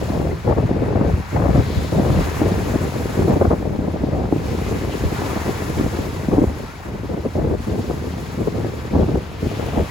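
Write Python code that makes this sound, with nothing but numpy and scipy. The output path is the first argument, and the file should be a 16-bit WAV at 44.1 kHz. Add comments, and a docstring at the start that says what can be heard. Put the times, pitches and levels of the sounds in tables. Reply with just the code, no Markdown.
"""Pebble beach in gusty wind

Small waves break a few metres away. Each breaker roars with bubbles, washes up the stones
and fizzes out as foam while pebbles click in the swash. Wind buffets the two microphone
ports: a steady rumble, lumpy eddies and now and then a hard thump."""
import sys
import numpy as np
from scipy import signal
from scipy.fft import rfft, irfft
from scipy.io import wavfile
from scipy.ndimage import uniform_filter1d, minimum_filter1d

SR = 44100
rng = np.random.default_rng(int(sys.argv[2]) if len(sys.argv) > 2 else 0)


def wav_out(sig):
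    """Save sig, one row per channel (or a flat mono array), as 16-bit PCM at SR to the path in sys.argv[1]."""
    wavfile.write(sys.argv[1], SR, np.round(np.clip(np.atleast_2d(sig).T, -1, 1) * 32767).astype(np.int16))


N = 436590
TIME_S = np.arange(N) / SR
FREQS_HZ = np.maximum(np.fft.rfftfreq(N, 1 / SR), 1)
SIDE_SIGN = np.array([[1], [-1]])  # left, right


def from_db(db):
    """Decibels to gain."""
    return 10 ** (np.asarray(db) / 20)


def unit_rms(x):
    """Scale to an rms of 1."""
    return x / np.sqrt(np.mean(x ** 2) + 1e-20)


def over_time(rows):
    """Each column of a time table at every sample."""
    times_s, *columns = np.transpose(rows)
    return [np.interp(TIME_S, times_s, column) for column in columns]


def over_frequency(rows):
    """A frequency table at every FFT bin, interpolated on a log axis."""
    hz, values = np.transpose(rows)
    return np.interp(np.log(FREQS_HZ), np.log(hz), values)


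def drift(rate_hz):
    """Smooth random wander, rms 1."""
    step, settle = 20, 2000
    pole = np.exp(-2 * np.pi * rate_hz * step / SR)
    noise = rng.standard_normal(N // step + settle + 2)
    slow = signal.lfilter([1], [1, -2 * pole, pole * pole], noise)[settle:]
    return np.interp(np.arange(N) / step, np.arange(len(slow)), unit_rms(slow))


def stereo_noise(spectrum, coherence):
    """Coloured noise partly shared by the ports, falling steeply beyond its spectrum; rms 1."""
    mid, side = rfft(rng.standard_normal((2, N)))
    alike = np.clip(over_frequency(coherence), -1, 1)
    pair = np.sqrt(1 + alike) * mid + np.sqrt(1 - alike) * side * SIDE_SIGN
    low_hz, high_hz = spectrum[0][0], spectrum[-1][0]
    skirts = np.minimum(1, np.minimum(FREQS_HZ / low_hz, high_hz / FREQS_HZ)) ** 4
    return unit_rms(irfft(pair * skirts * from_db(over_frequency(spectrum)), N))


def gust_envelope(start_s, length_s, rise_s=0.024, fall_s=0.022):
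    """A gust or lull: quick rise, hold, quick fall."""
    corners_s = np.cumsum([start_s - rise_s / 2, rise_s, max(length_s - rise_s / 2, 0), fall_s])
    return np.interp(TIME_S, corners_s, [0, 1, 1, 0])


# Breeze between gusts: time_s, strength_db, big_whirls_db, small_whirls_db
BREEZE = [(0, -27.5, -9.5, -5.5), (1.7, -27.5, -7.5, -9), (3.0, -25, -12, -8.5), (4.6, -26, -9.5, -8.5),
          (5.3, -27.5, -14, -8), (6.0, -27, -11, -8.5), (6.8, -32.5, -13, -10), (7.7, -29.3, -10, -9),
          (8.7, -30, -14, -13), (9.9, -30, -9, -1)]
# Drops in the breeze: start_s, length_s, depth_db
LULLS = [(0.37, 0.062, 13), (1.219, 0.088, 19), (1.86, .04, 6), (2.284, 0.06, 5), (2.896, 0.038, 6),
         (3.092, 0.065, 5), (4.29, .025, 7), (4.398, 0.022, 5), (4.97, .03, 7), (5.415, .025, 8),
         (6.098, .02, 7), (6.655, 0.18, 10), (7.295, .04, 7), (7.62, 0.04, 10), (8.21, .13, 4),
         (9.23, 0.19, 7.5), (9.858, 0.096, 15)]
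# Gusts: start_s, length_s, strength_db, big_whirls_db, small_whirls_db
GUSTS = [(0.11, .2, -23.5, -9.5, -4), (0.468, 0.065, -19.5, -7.5, 0), (0.563, 0.07, -23, -7, -5.5),
         (0.698, 0.26, -22, -9.5, -6.5), (0.961, 0.135, -21.3, -7.8, -3.5), (1.354, 0.144, -24, -5, 0),
         (1.489, 0.11, -21, -4, -4.5), (1.928, 0.14, -20, -8.5, -4), (2.088, .12, -21, -4.5, -7.5),
         (2.401, 0.11, -19.5, -9, -6.5), (2.52, .1, -23, -9, -9), (2.71, .13, -24.5, -8.5, -4.5),
         (3.177, 0.069, -19.5, -7.5, -12), (3.283, 0.048, -17.3, -7.5, -3.5), (3.405, 0.136, -27, -5.7, -4),
         (3.845, .2, -24.5, -12, -7.5), (4.127, 0.15, -24.5, -9, -3), (5.01, 0.097, -23, -10.5, -11),
         (5.765, 0.12, -22, -11, -12), (6.31, 0.13, -18.5, -10, -7.5), (7.104, 0.07, -23.5, -17, -8),
         (7.355, 0.19, -21.8, -9.5, -6), (7.675, 0.12, -23, -12, -11), (8.383, 0.055, -22.5, -12.5, -12),
         (8.546, 0.13, -24.5, -12, -9), (8.93, 0.1, -17.2, -8.5, -8), (9.052, 0.12, -22, -9.5, -9),
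         (9.417, 0.054, -22.5, -11, -20), (9.766, 0.048, -21, -8.5, -4.5)]
def airflow(front_db=3.5, front_s=0.023, restless_db=1.1):
    """Wind strength and whirl weights in dB; each gust overrides the breeze, hardest at its front."""
    air = np.array(over_time(BREEZE))
    air[0] -= sum(depth_db * gust_envelope(start_s, length_s) for start_s, length_s, depth_db in LULLS)
    for start_s, length_s, *gust_db in GUSTS:
        share = gust_envelope(start_s, length_s)
        air += share * (np.array(gust_db)[:, None] - air)
        air[0] += front_db * share * np.exp(-np.abs(TIME_S - start_s) / front_s)
    air[0] += restless_db * drift(rate_hz=30)
    return air


# Wind likeness at the ports: freq_hz, correlation
WIND_COHERENCE = [(60, 0.95), (130, 0.86), (250, 0.74), (450, 0.47), (800, 0.6), (1500, 0.5)]
def turbulence(spectrum, swell_db, span_s):
    """Pressure noise swelling with each eddy, levelled over span_s so the faster lumps remain."""
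    pressure = from_db(swell_db) * stereo_noise(spectrum, WIND_COHERENCE)
    span = int(span_s * SR)
    power = uniform_filter1d(uniform_filter1d(np.mean(pressure, axis=0) ** 2, span), span)
    return pressure / np.sqrt(np.abs(power) + 1e-9)


# Wind from the left, then head-on: time_s, left_minus_right_db
WIND_SIDE = [(0, 6), (.5, 11), (1.5, 10), (2.4, 4), (3.4, 1)]
def lee(pressure, corner_hz=680):
    """In wind from the left, the finest whirls miss the sheltered right port."""
    side_db, = over_time(WIND_SIDE)
    fine = irfft(rfft(pressure) / (1 + (corner_hz / FREQS_HZ) ** 10), N)
    gains = from_db(side_db / 2 * SIDE_SIGN)
    gains /= np.sqrt(np.mean(gains ** 2, axis=0))
    return pressure + (gains - 1) * fine


# Whirl spectra, biggest to finest: freq_hz, density_db
RUMBLE_SPECTRUM = [(20, -42), (32, -13), (50, -3), (80, 2), (110, -1.5), (170, -5.5), (240, -16.5),
                   (400, -50)]
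BUFFET_SPECTRUM = [(80, -15.5), (130, -8), (190, -0.3), (300, -1), (440, -2.5), (600, -13.5), (900, -36),
                   (1500, -75)]
FLUTTER_SPECTRUM = [(300, -31), (480, 0), (620, 0), (800, -4.5), (1050, -15), (1500, -34.5), (2500, -55),
                    (5000, -65)]
RASP_SPECTRUM = [(700, -8), (1050, 13), (1700, 1.5), (2600, -14), (5000, -70)]
# Air tearing off a port's rim: centre_s, buffet_lift_db
FLAPS = [(3.364, 8.5), (3.419, 12.5), (3.456, 12), (3.51, 10.5), (3.537, 10.5), (3.662, 5.5), (4.329, 6),
         (4.725, 5), (4.945, 6), (5.222, 6), (5.372, 6), (5.49, 8), (5.975, 6), (6.07, 6.5), (6.49, 6),
         (6.955, 8), (7.262, 11), (7.905, 10), (8.48, 11), (9.605, 5)]
# Weak flow sputters, strong flow evens out: flutter_db, lump_depth
LUMPINESS = [(-34, 1.15), (-24, .65)]
def wind(flap_half_s=0.012, flap_harshness=1.3):
    """Big whirls rumble even in a lull; small ones burst, flap and merge into a rasp in hard gusts."""
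    strength_db, big_db, small_db = airflow()
    flap_db = sum(db * np.exp(-(np.abs(TIME_S - centre_s) / flap_half_s) ** 3) for centre_s, db in FLAPS)
    flutter_db = strength_db + small_db + flap_harshness * flap_db
    lump_depth = np.interp(flutter_db, *np.transpose(LUMPINESS))
    eddies = lump_depth * drift(rate_hz=48)
    shreds = drift(rate_hz=110)
    rumble = turbulence(RUMBLE_SPECTRUM, 1.66 * eddies + 2.4 * drift(rate_hz=8.3), span_s=0.054)
    buffet = turbulence(BUFFET_SPECTRUM, 3.96 * eddies + 1.43 * drift(rate_hz=98), span_s=0.063)
    flutter = turbulence(FLUTTER_SPECTRUM, 2.6 * eddies + 4.2 * lump_depth * shreds, span_s=0.078)
    rasp = turbulence(RASP_SPECTRUM, 1.6 * eddies + 7.0 * shreds, span_s=0.054)
    rumble *= from_db(0.57 * strength_db + big_db + 0.4)
    buffet *= from_db(strength_db + flap_db - 0.7)
    flutter *= from_db(flutter_db - 2.25)
    rasp *= from_db(flutter_db + 1.5 * big_db - 5.7)
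    return lee(rumble + buffet + flutter + rasp)


# Hard eddies: start_s, relative_db, swing_hz
THUMPS = [(.648, -6, 140), (1.128, -3, 80), (1.487, -2.5, 126), (1.553, -4, 135), (1.575, -1, 210),
          (1.583, 0, 100), (1.765, -6, 85), (1.995, -1, 265), (2.415, -2, 286), (2.756, -4, 293),
          (3.28, -5, 298), (3.47, -6, 85), (3.787, -6, 242), (4.036, -4, 272), (4.324, 1.5, 300),
          (4.361, -6.5, 336), (5.044, -7, 80), (5.809, -4, 280), (6.283, -3, 234), (6.38, 4, 286),
          (6.387, -1, 286), (6.416, 3.5, 290), (6.439, -3, 330), (6.465, -8, 80), (7.258, -6, 260),
          (8.473, -5.5, 400), (8.963, -1, 303), (9.157, -7, 320), (9.774, -4, 290)]
def thumps(swell_turns=0.83, gain_db=-4.2, slap_ratio=2.3, slap_db=-9, skew_rad=0.45):
    """An eddy slaps the ports slightly out of step and rocks the pressure for two or three swings."""
    out = np.zeros((2, N))
    age_s = np.arange(SR // 10) / SR
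    for (start_s, relative_db, swing_hz), skew in zip(THUMPS, rng.standard_normal(len(THUMPS))):
        start = int(start_s * SR)
        for hz, part_db in ((swing_hz, 0), (slap_ratio * swing_hz, slap_db)):
            turns = hz * age_s
            swell = turns / swell_turns
            envelope = from_db(relative_db + gain_db + part_db) * swell ** 2 * np.exp(2 - 2 * swell)
            swing = envelope * np.sin(2 * np.pi * turns + skew_rad * skew * SIDE_SIGN)
            out[:, start:start + len(age_s)] += swing[:, :N - start]
    return out


# Big bubbles in the backwash: start_s, pitch_hz
GURGLES = [(6.64, 860), (6.65, 1020), (6.675, 1310)]
def gurgles(level_db=-42, swell_s=0.022, rise_per_s=2.2):
    """Each bubble swells, rings and climbs in pitch as it nears the surface."""
    out = np.zeros(N)
    for start_s, pitch_hz in GURGLES:
        age_s = np.maximum(TIME_S - start_s, 0)
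        turns = np.cumsum(pitch_hz * (1 + rise_per_s * age_s)) / SR
        envelope = age_s / swell_s * np.exp(1 - age_s / swell_s)
        out += envelope * np.sin(2 * np.pi * turns)
    return from_db(level_db) * out


# Plunging crests: centre_s, half_length_s, pitch_hz, level_db
SPILLS = [(1.34, 0.027, 1750, -41), (1.65, .25, 2000, -45), (1.8, 0.22, 3800, -43.3),
          (2.17, .09, 3500, -46), (4.7, .02, 6300, -44.5), (4.76, 0.25, 2200, -43.5),
          (4.926, .03, 2450, -39.5), (5.3, .2, 950, -39), (9.62, 0.4, 2720, -45)]
def spills(edge_ratio=1.24, tumble_db=1.2):
    """A curling crest sheds drops and traps like-sized bubbles: a short, narrow-band, tumbling rush."""
    out = np.zeros((2, N))
    tumble = from_db(tumble_db * drift(rate_hz=14))
    for centre_s, half_length_s, pitch_hz, level_db in SPILLS:
        band = signal.butter(2, [pitch_hz / edge_ratio, pitch_hz * edge_ratio], "band", fs=SR, output="sos")
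        shared, *per_port = rng.standard_normal((3, N))
        rush = unit_rms(signal.sosfilt(band, shared + per_port))
        out += from_db(level_db) * np.exp(-((TIME_S - centre_s) / half_length_s) ** 2) * rush
    return out * tumble


def ring(clicks, hz, t60_s):
    """A unit click starts a decaying sine of height 1."""
    pole, step_rad = from_db(-60 / (t60_s * SR)), 2 * np.pi * hz / SR
    return signal.lfilter([0, np.sin(step_rad)], [1, -2 * pole * np.cos(step_rad), pole ** 2], clicks + 1e-18)


def grains(per_s, low_hz, high_hz, t60_cycles, spread_db=3.0, pitches=28):
    """Tiny rings of random size, pitch and place; rms 1."""
    out = np.zeros((2, N))
    when, size, pitch, pan, sign = rng.random((int(per_s * N / SR), 5)).T
    height = np.sign(sign - 0.5) * from_db(spread_db * np.minimum(-np.log(1 - size), 5))
    for k, hz in enumerate(np.geomspace(low_hz, high_hz, pitches)):
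        chosen = (pitch * pitches).astype(int) == k
        clicks = np.zeros((2, N))
        clicks[:, (when[chosen] * N).astype(int)] = height[chosen] * np.sqrt([pan[chosen], 1 - pan[chosen]])
        out += ring(clicks, hz, t60_cycles / hz)
    return unit_rms(out)


# Surf likeness at the ports: freq_hz, correlation
SURF_COHERENCE = [(150, 0.7), (600, 0.45), (1500, 0.55), (2050, 0.15), (2600, 0.38), (4200, 0.52),
                  (5600, 0.087), (7000, 0.75), (8500, 1)]
def bubble_cloud(spectrum, churn_db, waver_db):
    """Countless bubbles merge into noise that wavers as the water tumbles."""
    return stereo_noise(spectrum, SURF_COHERENCE) * from_db(churn_db + waver_db * drift(rate_hz=29))


# Waves: start_s, build_s, crash_delay_s, run_up_s, base_drain_s, strength_db, crash_weight
WAVES = [(0.0, .003, .02, .07, 0.45, -2, 0.44), (1.04, .04, .05, .03, 1.5, -7.5, .2),
         (1.28, .03, 0.023, 0.015, 0.2, -5, .2), (1.4, 0.16, .83, 1.045, 0.37, 0, 1),
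         (4.26, 0.23, 0.92, 0.83, .8, 0.3, 0.97), (7.25, .06, 0.056, 0.041, 0.2, -8.5, 0.1),
         (7.54, 0.092, 0.5, 0.22, 1.1, -4, 0.14), (9.37, 0.05, .25, .5, .5, -3.5, 0.64)]
# Water rolling the stones back, and the roar of breakers farther along the beach: centre_s, half_length_s,
# roar_db, rattle_db
BACKWASH = [(.95, 0.85, -42, -55), (4.13, 0.34, -45.5, -53.5), (6.62, 0.15, -50, -51),
            (6.95, .35, -48, -66), (8.85, .7, -44.8, -49.8)]
def wave_level_db(law, backwash_db, crash_rise_s=0.17):
    """Level of one surf layer: each wave builds, crashes, runs up the beach and drains back."""
    calm_db, body_db, crash_db, crash_fade_s, drain_factor = law
    power = from_db(calm_db) ** 2
    for start_s, build_s, crash_delay_s, run_up_s, base_drain_s, strength_db, crash_weight in WAVES:
        age_s = TIME_S - start_s - crash_delay_s
        build = np.clip((TIME_S - start_s) / build_s, 0, 1)
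        crash = np.exp(-np.maximum(age_s / crash_fade_s, -age_s / crash_rise_s))
        drained_db = 10 * np.maximum(age_s - run_up_s, 0) / (base_drain_s * drain_factor)
        wave_db = body_db + strength_db + crash_weight * crash_db * crash - drained_db
        power += (build * from_db(wave_db)) ** 2
    for (centre_s, half_length_s, *_), db in zip(BACKWASH, backwash_db):
        power += (from_db(db) * np.exp(-((TIME_S - centre_s) / half_length_s) ** 2)) ** 2
    return 10 * np.log10(power)


# Surf spectra: freq_hz, density_db
ROAR_SPECTRUM = [(80, 19), (250, 2.5), (500, 0), (950, 7), (1400, 1.5), (2000, 0.5), (2600, -5.5),
                 (3500, -22.5), (6000, -45)]
WASH_SPECTRUM = [(1500, -19), (2400, -2), (3100, 0.5), (4200, 0), (5300, -2.5), (6500, -10.5), (9000, -30)]
FIZZ_SPECTRUM = [(4000, -16), (5500, -1), (6600, 2.5), (8000, -1.5), (10500, -1.5), (13000, -3.5),
                 (16000, -5.5)]
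# Layer response to a wave: calm_db, body_db, crash_db, crash_fade_s, drain_factor
ROAR_LAW = (-47, -41.5, 7.5, 0.84, 1.5)
WASH_LAW = (-51.5, -45.5, 4.5, 0.6, 0.9)
FIZZ_LAW = (-54.5, -45, 5, 0.74, 1.0)
def surf(backwash_fizz_db=-6):
    """Big bubbles roar in the breaker, the wash knocks pebbles together, the foam fizzes."""
    *_, backwash_roar_db, rattle_db = np.transpose(BACKWASH)
    churn = drift(rate_hz=8.7)
    bubbles = from_db(-10) * grains(per_s=600, low_hz=714, high_hz=2770, t60_cycles=51)
    pebbles = from_db(-11) * grains(per_s=980, low_hz=2260, high_hz=6350, t60_cycles=48)
    roar = bubble_cloud(ROAR_SPECTRUM, churn_db=0.66 * churn, waver_db=-0.17) + bubbles
    wash = bubble_cloud(WASH_SPECTRUM, churn_db=0.1 * churn, waver_db=1.0) + pebbles
    fizz = bubble_cloud(FIZZ_SPECTRUM, churn_db=0.5 * churn, waver_db=0.9)
    roar *= from_db(wave_level_db(ROAR_LAW, backwash_roar_db) + 5.5)
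    wash *= from_db(wave_level_db(WASH_LAW, rattle_db))
    fizz *= from_db(wave_level_db(FIZZ_LAW, rattle_db + backwash_fizz_db) - 1.0)
    return roar + wash + fizz


def scene():
    """Surf in front, wind on the microphone."""
    return surf() + spills() + gurgles() + wind() + thumps()


def limiter(x, ceiling=0.86, hold_s=0.006):
    """The gain ducks smoothly for a few milliseconds around peaks above the ceiling."""
    hold = int(hold_s * SR)
    allowed_gain = 1 / np.maximum(np.abs(x).max(axis=0) / ceiling, 1)
    return x * uniform_filter1d(minimum_filter1d(allowed_gain, hold), hold)


# Port balance: freq_hz, left_minus_right_db
PORT_BALANCE = [(100, 0.5), (250, 0.7), (500, 3.3), (950, 1.8), (1900, 3.7), (5000, 2.4), (8500, -0.3),
                (16000, 0.5)]
# Phase lead of the right port, growing steadily through the treble: freq_hz, lead_turns
RIGHT_PORT_LEAD = [(0, 0), (170, 0), (400, -.06), (550, 0), (750, .14), (1650, .21), (1950, .2), (2200, 0),
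                   (3200, -.1), (4200, 0), (5000, 0), (6200, -.13), (7100, 0), (9000, .5), (17000, 2.37)]
def record(dry, low_cut_hz=38, high_cut_hz=15850):
    """Two ports, unequal in level and timing, then low cut, limiter and steep high cut."""
    balance = from_db(over_frequency(PORT_BALANCE) / 2 * SIDE_SIGN)
    balance /= np.mean(balance, axis=0)
    lead_turns = np.interp(FREQS_HZ, *np.transpose(RIGHT_PORT_LEAD)) * np.array([[0], [1]])
    ports = irfft(rfft(dry) * balance * np.exp(2j * np.pi * lead_turns), N)
    low_cut = signal.butter(4, low_cut_hz, "high", fs=SR, output="sos")
    high_cut = signal.ellip(12, 0.1, 90, high_cut_hz, fs=SR, output="sos")
    return signal.sosfilt(high_cut, limiter(signal.sosfilt(low_cut, ports)))


dry = scene()
out = record(dry)
wav_out(out)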